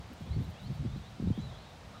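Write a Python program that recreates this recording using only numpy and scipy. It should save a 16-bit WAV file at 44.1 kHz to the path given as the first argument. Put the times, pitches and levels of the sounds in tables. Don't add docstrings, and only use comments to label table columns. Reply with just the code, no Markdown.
import sys
import numpy as np
from scipy import signal
from scipy.fft import rfft, irfft, next_fast_len
from scipy.io import wavfile
from scipy.ndimage import map_coordinates

SR = 44100
rng = np.random.default_rng(int(sys.argv[2]) if len(sys.argv) > 2 else 0)


def unload_audio(sound):
    columns = np.transpose(np.atleast_2d(sound))
    steps = np.round(np.clip(columns, -1, 1) * 32767)
    wavfile.write(sys.argv[1], SR, steps.astype(np.int16))


N = 88200

# (t/s, relative level/dB)
RUMBLE_RIDE = [(0, -51.5), (.185, -58.5), (.22, -45.5), (.265, -48), (.39, -36.5), (.45, -46.5),
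               (.485, -43), (.6, -60), (.635, -44.5), (.755, -47.5), (.85, -42), (.915, -44), (.965, -41),
               (1.0, -50), (1.07, -53.5), (1.17, -54.5), (1.29, -37.5), (1.355, -52.5), (1.44, -42.5),
               (1.6, -55.5), (1.72, -59.5), (1.86, -54.5), (2, -59)]
# (f/Hz, relative level/dB)
RUMBLE_SPECTRUM = [(22, -55), (32, -16), (48, -7.5), (75, -1), (140, -4.5), (210, -12), (290, -26),
                   (450, -32.5), (1500, -89)]
# (peak t/s, length/s, centre f/Hz, level/dB)
BUFFETS = [ (0.119, 0.023, 250, -48.5), (0.272, 0.033, 292, -52.5), (0.316, 0.016, 76.5, -30.5),
           (0.393, 0.038, 106.6, -29), (0.403, 0.058, 257, -46.5), (0.701, 0.024, 273, -49.5),
           (0.71, 0.026, 132, -32), (0.806, 0.019, 98, -32), (0.841, 0.014, 211, -38.5),
           (1.249, 0.033, 169, -29.5), (1.293, 0.039, 92, -32.5), (1.395, 0.019, 156, -33),
           (1.924, 0.14, 201, -60)]
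# (t/s, settled f/Hz, level/dB)
THUMPS = [ (0.207, 176, -39), (0.364, 141, -24.5), (0.378, 128, -28), (0.850, 150, -25),
          (0.859, 109, -22.5), (0.960, 169, -32.5), (1.198, 162, -26), (1.224, 172, -25.5),
          (1.272, 172, -24), (1.302, 167.4, -22), (1.307, 108, -21.5), (1.375, 189, -29)]
# (t/s, length/s, start f/Hz, turn f/Hz, end f/Hz, share before the turn, level/dB)
WHISTLES = [ (0.223, 0.15, 3250, 4440, 4080, 0.8, -62.5), (0.403, 0.061, 3590, 3980, 3900, .7, -65.5),
            (0.514, 0.064, 3180, 3360, 3300, 0.96, -67), (0.559, 0.032, 2625, 2930, 3000, 0.83, -62.5),
            (0.589, 0.038, 3460, 3850, 3540, 0.32, -62), (0.63, 0.049, 3950, 4524, 4100, 0.82, -60.5),
            (0.651, 0.15, 3090, 3936, 3700, 0.82, -66.5), (0.845, 0.14, 3380, 4140, 4080, 0.95, -66),
            (1.009, 0.083, 3350, 3980, 3900, 0.86, -63.5), (1.145, .022, 3600, 3980, 3900, 0.67, -65),
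            (1.267, 0.031, 3610, 3880, 4000, 0.77, -63), (1.325, 0.09, 3200, 3410, 3340, 1, -62),
            (1.345, 0.068, 3420, 3990, 4000, 0.78, -64), (1.409, 0.1, 3750, 4000, 3530, 0.14, -61),
            (1.653, 0.063, 3700, 3850, 3390, .3, -64.5)]
# (t/s, length/s, start f/Hz, end f/Hz, level/dB)
CHIRPS = [(0.166, 0.02, 6200, 7800, -70), (0.327, 0.012, 2140, 2080, -58.5),
          (1.398, 0.023, 5800, 7800, -68)]
# (t/s, length/s, centre f/Hz, width/Hz, level/dB)
RASPS = [(1.515, .06, 3400, 450, -64), (1.552, .045, 3850, 450, -67), (1.584, .06, 4200, 300, -68.5),
         (1.613, .12, 3570, 550, -70), (1.913, .11, 3800, 500, -68), (1.93, 0.043, 1240, 344, -57)]
# (peak t/s, length/s, level/dB)
SPLASHES = [(.218, .022, -72), (.434, 0.039, -69), (.505, .026, -71), (.635, .032, -72), (.75, .045, -73),
            (.99, .04, -77.5), (1.1, .02, -76), (1.24, .025, -77), (1.37, .02, -76)]
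# (f/Hz, relative level/dB)
RUSTLE_SPECTRUM = [(3000, -66), (8000, -12), (11000, -11.5), (14500, -9.5), (16000, -15)]
# (t/s, level/dB)
TICKS = [(0.1325, -55), (.139, -61), (.261, -65)]
# (f/Hz, relative level/dB)
TICK_SPECTRUM = [(5000, -27), (10000, -7), (12500, -10), (15000, -1)]
# (t/s, relative level/dB)
TREES_RIDE = [(0, -58), (.6, -56), (1.1, -63), (1.55, -52), (2, -56)]
# (f/Hz, relative level/dB)
TREES_SPECTRUM = [(200, -23), (480, 4), (650, 7.5), (1000, 0.5), (1800, -21), (5000, -47)]
# (f/Hz, relative level/dB)
AIR_SPECTRUM = [(25, -28), (70, -2), (200, 2), (380, -4), (700, -1), (1100, -4.5), (1600, -8), (2900, -11),
                (3900, -11.5), (5200, -16), (7500, -22), (10000, -29), (12500, -39), (16000, -40.5)]


def amp(db):
    return 10 ** (np.asarray(db) / 20)


def unit(x):
    return x / np.sqrt(np.mean(x ** 2) + 1e-20)


def curve(rows):
    return np.interp(np.arange(N) / SR, *np.transpose(rows))


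def wobble(rate):
    return map_coordinates(rng.standard_normal(2048), [np.arange(N) * rate / SR], mode="wrap")


def filtered(x, response):
    size = next_fast_len(N + SR // 2)
    return irfft(rfft(x, size) * response(np.fft.rfftfreq(size, 1 / SR)), size)[:N]


def noise(spectrum):
    f, db = np.transpose(spectrum)
    white = rng.standard_normal(N)
    return unit(filtered(white, lambda hz: amp(np.interp(np.log(hz + 1), np.log(f), db))))


def eddies(spectrum, even_s):
    churn = noise(spectrum)
    window = np.exp(-.5 * (np.arange(-SR // 10, SR // 10) / SR / even_s) ** 2)
    power = np.abs(signal.fftconvolve(churn ** 2, window, "same"))
    return unit(churn / np.sqrt(power + 1e-9))


def buffeting():
    trim_db, skirt_db_per_octave, tip_octaves = 3.5, 27, 0.24
    out = amp(curve(RUMBLE_RIDE) + trim_db) * eddies(RUMBLE_SPECTRUM, even_s=0.045)
    t, octaves = np.arange(N) / SR, np.linspace(-4, 4, 41)
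    band_db = -skirt_db_per_octave * np.hypot(octaves, tip_octaves)
    for peak_s, length, centre_hz, db in BUFFETS:
        swell = np.exp(-2 * ((t - peak_s) / length) ** 2)
        band = np.column_stack([centre_hz * 2 ** octaves, band_db])
        out += amp(db) * swell * eddies(band, even_s=0.0066)
    return out


def thumps():
    attack_s, t60_s, settle_s, overshoot = .0018, 0.078, 0.0028, 1.63
    out = np.zeros(N)
    for start, hz, db in THUMPS:
        t = np.maximum(np.arange(N) / SR - start, 0)
        pitch_hz = hz * (1 + overshoot * np.exp(-t / settle_s))
        cycles = np.cumsum((t > 0) * pitch_hz) / SR
        envelope = (1 - np.exp(-(t / attack_s) ** 2)) * amp(db - 60 * t / t60_s)
        out += envelope * np.sin(2 * np.pi * (cycles + rng.random()))
    return out


def note(start, length, edge_s=0.0065):
    t = np.arange(N) / SR - start
    edge = np.clip(np.minimum(t, length - t) / edge_s + .5, 0, 1)
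    return np.clip(t / length, 0, 1), np.sin(edge * np.pi / 2) ** 2


def tone(hz, waver=.011, flicker_db=2.04):
    phase = 2 * np.pi * np.cumsum(hz * (1 + waver * wobble(260))) / SR
    return np.sqrt(2) * np.sin(phase) * amp(flicker_db * wobble(89.68))


def far_birds():
    rise_bend, release_bend, swell_db = 1.9, 2.7, 2.5
    out = np.zeros(N)
    for start, length, start_hz, turn_hz, end_hz, share, db in WHISTLES:
        progress, envelope = note(start, length)
        turn = np.clip(share, .05, .97)
        rise = np.clip(progress / turn, 0, 1) ** rise_bend
        release = np.clip((progress - turn) / (1 - turn), 0, 1) ** release_bend
        hz = start_hz + (turn_hz - start_hz) * rise + (end_hz - turn_hz) * release
        out += amp(db + swell_db * (rise - release - 1)) * envelope * tone(hz)
    for start, length, start_hz, end_hz, db in CHIRPS:
        progress, envelope = note(start, length)
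        out += amp(db) * envelope * tone(start_hz + (end_hz - start_hz) * progress)
    for start, length, centre_hz, width_hz, db in RASPS:
        _, envelope = note(start, length)
        white = rng.standard_normal(N)
        band = filtered(white, lambda hz: 1 / (1 + (2 * (hz - centre_hz) / width_hz) ** 4))
        out += amp(db) * envelope * unit(band)
    return out


def echo(x, t60_s=0.6, wet_db=-5.5):
    t = np.arange(SR // 2) / SR
    tail = rng.standard_normal(len(t)) * amp(-60 * t / t60_s)
    return amp(wet_db) * signal.fftconvolve(x, tail / np.linalg.norm(tail))[:N]


def bathing_bird(trickle_db=-79.5, tick_t60_s=0.02):
    t = np.arange(N) / SR
    grains = unit(noise(RUSTLE_SPECTRUM) * amp(2.4 * wobble(360)))
    splashes = sum(amp(db) * np.exp(-2 * ((t - at) / length) ** 2) for at, length, db in SPLASHES)
    ticks = sum((t >= at) * amp(db - 60 * np.abs(t - at) / tick_t60_s) for at, db in TICKS)
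    return np.hypot(amp(trickle_db), splashes) * grains + ticks * noise(TICK_SPECTRUM)


def ambience(hiss_db=-54.5, trees_trim_db=-7):
    hiss = amp(hiss_db + 0.062 * wobble(7.4)) * noise(AIR_SPECTRUM)
    trees = amp(curve(TREES_RIDE) + trees_trim_db) * noise(TREES_SPECTRUM)
    return hiss + trees


def scene():
    calls = far_birds()
    return (buffeting() + thumps() + ambience() + calls + echo(calls) + bathing_bird())[None]


def record(dry):
    top_hz = 15800
    return filtered(dry[0], lambda hz: hz < top_hz)[None]


dry = scene()
out = record(dry)
unload_audio(out)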